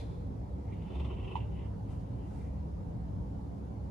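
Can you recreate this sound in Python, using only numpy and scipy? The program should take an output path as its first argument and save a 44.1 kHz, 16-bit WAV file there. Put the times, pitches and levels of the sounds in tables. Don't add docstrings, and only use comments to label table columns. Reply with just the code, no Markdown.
import sys
import numpy as np
from scipy import signal
from scipy.fft import rfft, irfft, next_fast_len
from scipy.io import wavfile
from scipy.ndimage import uniform_filter1d, map_coordinates

SR = 44100
rng = np.random.default_rng(int(sys.argv[2]) if len(sys.argv) > 2 else 0)


def int16_out(signal):
    q = np.round(np.clip(np.atleast_2d(signal).T, -1, 1) * 32767)
    wavfile.write(sys.argv[1], SR, q.astype(np.int16))


def magnitude_from_level(level_db):
    exponent = np.asarray(level_db, float) / 20
    return 10 ** exponent


N = 171990

# frequency in Hz, left-right correlation.
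DOG_CORRELATION = [(400, 0.58), (1000, 0.12), (2000, 0.75), (3000, .5), (5000, 0.21), (10000, 0.25)]


def unit(x):
    return x / np.sqrt(np.mean(x ** 2) + 1e-20)


def along(points, hz):
    f, v = np.transpose(points)
    return np.interp(np.log(hz + 1), np.log(f + 1), v)


def level(rows):
    s, db = np.transpose(rows)
    return magnitude_from_level(np.interp(np.arange(N) / SR, s, db))


def wobble(rate):
    knots = rng.standard_normal(int(N * rate / SR) + 4)
    return map_coordinates(knots, [np.arange(N) * rate / SR])


def wavering_tone(hz):
    return np.sin(2 * np.pi * np.cumsum(hz + 1.2 * wobble(8)) / SR)


def filtered(x, response):
    m = next_fast_len(N + SR // 2)
    return irfft(rfft(x, m) * response(np.fft.rfftfreq(m, 1 / SR)), m)[..., :N]


def resonances(rows):
    def response(f):
        total = 0
        for k, (centre, width, db) in enumerate(rows):
            damping = 1j * f * width
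            total = total + (-1) ** k * magnitude_from_level(db) * damping / (centre * centre - f * f + damping + 1e-9)
        return total
    return response


def colour(points):
    return lambda hz: magnitude_from_level(along(points, hz))


def rush(response, correlation, patchy_db):
    z = signal.stft(rng.standard_normal((2, N)), nperseg=1024)[2]
    field = uniform_filter1d(rng.standard_normal(z.shape[1:]), size=2, axis=0)
    field = uniform_filter1d(field, size=6, axis=1)
    pair = signal.istft(z * magnitude_from_level(patchy_db * unit(field)), nperseg=1024)[1][:, :N]

    def mid_side(hz):
        angle = np.arccos(np.clip(along(correlation, hz), -1, 1)) / 2
        return response(hz) * [np.cos(angle), np.sin(angle)]

    mid, side = filtered(pair, mid_side)
    return np.array([mid + side, mid - side]) / np.sqrt(np.mean(mid ** 2))


def palate_flaps():
    # time in seconds (the puff starts one rise time before),
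    # level in dB before a 6 dB lift, throat part and bright part in dB relative to the nose part.
    flaps = [(0.724, -70.5, 14, -4), (0.82, -69, 10, -3), (0.904, -69, 20, -1), (0.952, -65, 18.5, 0.5),
             (0.998, -55.5, 8, -5), (1.048, -54, 7.5, -9), (1.103, -58.5, 12.5, -21), (1.138, -63, -1, -19),
             (1.2, -61, -6, -18), (1.245, -56, 2, -18), (1.277, -53.5, 0.5, -18), (1.314, -53.5, 6.5, -16),
             (1.356, -48, -17, -12), (1.405, -60, -4, -28)]
    rise_s, t60_s = 0.0053, 0.087
    t = np.arange(N) / SR
    nose, throat, bright = np.zeros((3, N))
    for s, db, throat_db, bright_db in flaps:
        u = np.maximum(t - s + rise_s, 0)
        puff = magnitude_from_level(db + 6 - 60 * u / t60_s) * (1 - np.exp(-u / rise_s)) ** 2
        nose += puff
        throat += magnitude_from_level(throat_db) * puff
        bright += magnitude_from_level(bright_db) * puff
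    return nose, throat, bright


def nose_hiss():
    # frequency in Hz, width in Hz, level in dB.
    upper = [(2680, 240, -2), (2970, 136, 1), (3164, 145, -2.5)]
    # frequency in Hz, width in Hz, level in dB.
    lower = [(1975, 270, 1.5), (2415, 190, -1.5)]
    # time in seconds, level in dB.
    lower_share = [(0.65, 17), (0.75, 0), (0.9, -5.5), (1.1, -7.5), (1.2, -7.5), (1.33, -11.5), (1.4, -4.5),
                   (1.55, -4.5), (1.65, -3), (1.9, -0.5), (2.2, -4), (2.45, 8)]

    def steep(rows):
        peaks = resonances(rows)
        return lambda hz: peaks(hz) / (1 + (1700 / (hz + 1)) ** 8) / (1 + (hz / 3600) ** 12)

    upper_hiss = rush(steep(upper), DOG_CORRELATION, patchy_db=2)
    return upper_hiss + level(lower_share) * rush(steep(lower), DOG_CORRELATION, patchy_db=2)


def snore():
    # time in seconds, level in dB.
    flow_rows = [(0.62, -104), (0.68, -89), (0.73, -73.5), (0.79, -79), (0.86, -71), (0.95, -66),
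                 (1.15, -66.5), (1.33, -65.5), (1.43, -70), (1.495, -81), (1.53, -73), (1.62, -67),
                 (1.67, -73), (1.71, -86.5), (1.82, -96), (1.9, -73.5), (1.99, -86), (2.14, -82),
                 (2.25, -78.5), (2.32, -83.5), (2.42, -81), (2.57, -89), (2.7, -100)]
    # frequency in Hz, level in dB.
    throat_colour = [(250, -120), (330, 4.5), (450, -4), (750, -5), (1100, -8.5), (1400, -16), (1700, -120)]
    # frequency in Hz, level in dB.
    chest_colour = [(280, -53), (340, -2), (420, -5.5), (600, -30.5), (1000, -10.5), (1300, -27.5),
                    (1600, -120)]
    # frequency in Hz, level in dB.
    bright_colour = [(3100, -57), (3450, 8.5), (3800, -1.5), (4400, -9), (5500, -14.5), (8000, -19.5),
                     (11000, -20.5), (13000, -120)]
    # time in seconds, level in dB relative to the flow.
    treble = [(0.65, -8), (0.85, -9), (1.0, -8), (1.1, -8), (1.18, -16), (1.45, -10), (1.65, -16),
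              (2.0, -16)]
    nose, throat, bright = palate_flaps()
    flow = level(flow_rows)
    nose = np.hypot(nose, flow * magnitude_from_level(1.5 * wobble(60)))
    bright = np.hypot(bright, flow * level(treble))
    flap_throat = throat * rush(colour(throat_colour), DOG_CORRELATION, patchy_db=0.7)
    flow_throat = magnitude_from_level(8.5) * flow * rush(colour(chest_colour), DOG_CORRELATION, patchy_db=0.7)
    treble_hiss = bright * rush(colour(bright_colour), DOG_CORRELATION, patchy_db=2)
    return nose * nose_hiss() + flap_throat + flow_throat + treble_hiss


def palate_pop():
    # frequency in Hz, level in dB before the common gain, t60 in seconds.
    modes = [(890, 1, 0.06), (953, 5.5, .045), (1020, -14, 0.039)]
    start_s, rise_s, gain_db = 1.3542, 0.002, -29
    halves = np.array([[0.5], [-0.5]])
    u = np.maximum(np.arange(N) / SR - start_s + 0.0002 * halves, 0)
    ring = sum(magnitude_from_level(db - 60 * u / t60) * np.sin(2 * np.pi * hz * u) for hz, db, t60 in modes)
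    attack = 1 - np.exp(-(u / rise_s) ** 2)
    return magnitude_from_level(gain_db) * ring * attack * magnitude_from_level(-5.5 * halves)


def breaths():
    # time in seconds, level in dB.
    sigh = [(0, -59.5), (0.06, -72), (0.12, -72.5), (0.2, -77.5), (0.26, -81), (0.4, -110)]
    # frequency in Hz, level in dB.
    sigh_colour = [(1400, -54), (1700, -9), (2350, -3.5), (2900, -13), (3500, 0), (3800, -6), (4100, -0.5),
                   (4500, -11), (4900, -7), (5600, -16), (7000, -16), (8600, -22), (9700, -18),
                   (12000, -26), (14000, -84)]
    # peak time, rise and fall in seconds, broad part and dull part in dB.
    puffs = [(1.745, 0.027, 0.024, -91, -68), (1.91, 0.018, 0.06, -76, -74), (2.01, 0.011, 0.022, -81, -77),
             (2.36, 0.11, 0.13, -77, -75)]
    # frequency in Hz, level in dB.
    broad_colour = [(2500, -60), (3500, -3.5), (6000, -5), (9000, -6.5), (12200, -11.5), (13000, -120)]
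    # frequency in Hz, level in dB.
    dull_colour = [(900, -60), (1200, 8), (1700, -2), (2200, -15), (3000, -44)]
    t = np.arange(N) / SR
    broad, dull = np.zeros((2, N))
    for s, rise, fall, broad_db, dull_db in puffs:
        shape = np.exp(-((t - s) / np.where(t < s, rise, fall)) ** 2)
        broad += magnitude_from_level(broad_db) * shape
        dull += magnitude_from_level(dull_db) * shape
    layers = [(level(sigh), sigh_colour), (broad, broad_colour), (dull, dull_colour)]
    return sum(gain * rush(colour(points), DOG_CORRELATION, patchy_db=1.5) for gain, points in layers)


def room(x):
    # frequency in Hz, t60 in seconds.
    decay = [(500, 0.9), (1000, 0.09), (3000, 0.099), (10000, 0.21)]
    hz, t, z = signal.stft(rng.standard_normal((2, SR // 2)), SR, nperseg=256)
    tail = signal.istft(z * magnitude_from_level(-60 * t / along(decay, hz)[:, None]), SR, nperseg=256)[1]
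    delayed = np.pad(x, ((0, 0), (260, 0)))
    return signal.fftconvolve(delayed, tail / np.linalg.norm(tail[0]), axes=1)[:, :N]


def machine_tones():
    # frequency in Hz, amplitude in dB.
    hum = [(201, -53), (274, -59.5), (575, -68.5)]
    return sum(magnitude_from_level(db + 1.8 * wobble(4.97)) * wavering_tone(hz) for hz, db in hum)


def low_mode_rumble():
    # time in seconds, rms level in dB.
    chance_rows = [(0.0, -37.5), (0.05, -48), (0.11, -54), (0.19, -47.5), (0.88, -43.5), (1.01, -33.5),
                   (1.28, -54.5), (1.38, -43.5), (1.67, -37.5), (1.86, -54.5), (2.6, -38), (2.94, -64),
                   (3.02, -44.5), (3.14, -58), (3.2, -43), (3.9, -47)]
    return np.sqrt(2) * level(chance_rows) * wavering_tone(67.9)


def background():
    # frequency in Hz, width in Hz, level in dB.
    room_modes = [(50, 16, -3), (73.6, 28, -5), (101.5, 15.5, -1), (125.3, 12, -6.5), (163.3, 11.9, -6),
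                  (205, 16.2, -13.5), (274.9, 15, -13)]
    # time in seconds, level in dB.
    rumble_rows = [(0, -40), (0.3, -41), (0.7, -41.5), (1.2, -40), (1.8, -40), (2.3, -41.5), (2.7, -40.5),
                   (3.2, -38), (3.45, -43), (3.9, -41.5)]
    # frequency in Hz, level in dB before the common gain.
    air_colour = [(20, -58), (32, -29.5), (60, -22), (130, -13.5), (220, -16.5), (350, -23), (490, -22.5),
                  (530, -25.5), (575, -24), (640, -28), (760, -27), (930, -28.5), (1100, -38),
                  (1280, -41.5), (1600, -46.5), (2500, -55), (4500, -57.5), (7300, -62), (8600, -67.5),
                  (10500, -63.5), (12200, -67.5), (15000, -90)]
    # frequency in Hz, left-right correlation.
    correlation = [(60, 1), (130, 0.85), (270, 0.72), (570, -0.22), (1220, -0.34), (2590, 0.077),
                   (5490, 0.11), (11700, 0.22)]
    # frequency in Hz, left minus right in dB.
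    balance = [(60, -0.5), (110, -0.5), (190, -2), (350, 1.0), (620, -1), (1120, 0), (2010, -1.5),
               (3620, 4.5), (6490, 2.5), (11700, -1.5)]
    modes = resonances(room_modes)
    low = lambda hz: modes(hz) / (1 + (35 / (hz + 1)) ** 4) / (1 + (hz / 330) ** 6)
    rumble = level(rumble_rows) * rush(low, correlation, patchy_db=0.47) + low_mode_rumble()
    air = magnitude_from_level(-47.5) * rush(colour(air_colour), correlation, patchy_db=2.1)
    return filtered(rumble + air + machine_tones(), lambda hz: magnitude_from_level(along(balance, hz) * [[0.5], [-0.5]]))


def scene():
    dog = (snore() + breaths()) * magnitude_from_level([[-0.1], [0.1]])  # left, right in dB
    click = palate_pop()
    echo = room(magnitude_from_level(-6.5) * dog + magnitude_from_level(-10) * click)
    return dog + click + echo + background()


def low_pass(x):
    return signal.sosfilt(signal.butter(12, 12260, fs=SR, output="sos"), x)


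def record(dry):
    return low_pass(dry)


dry = scene()
out = record(dry)
int16_out(out)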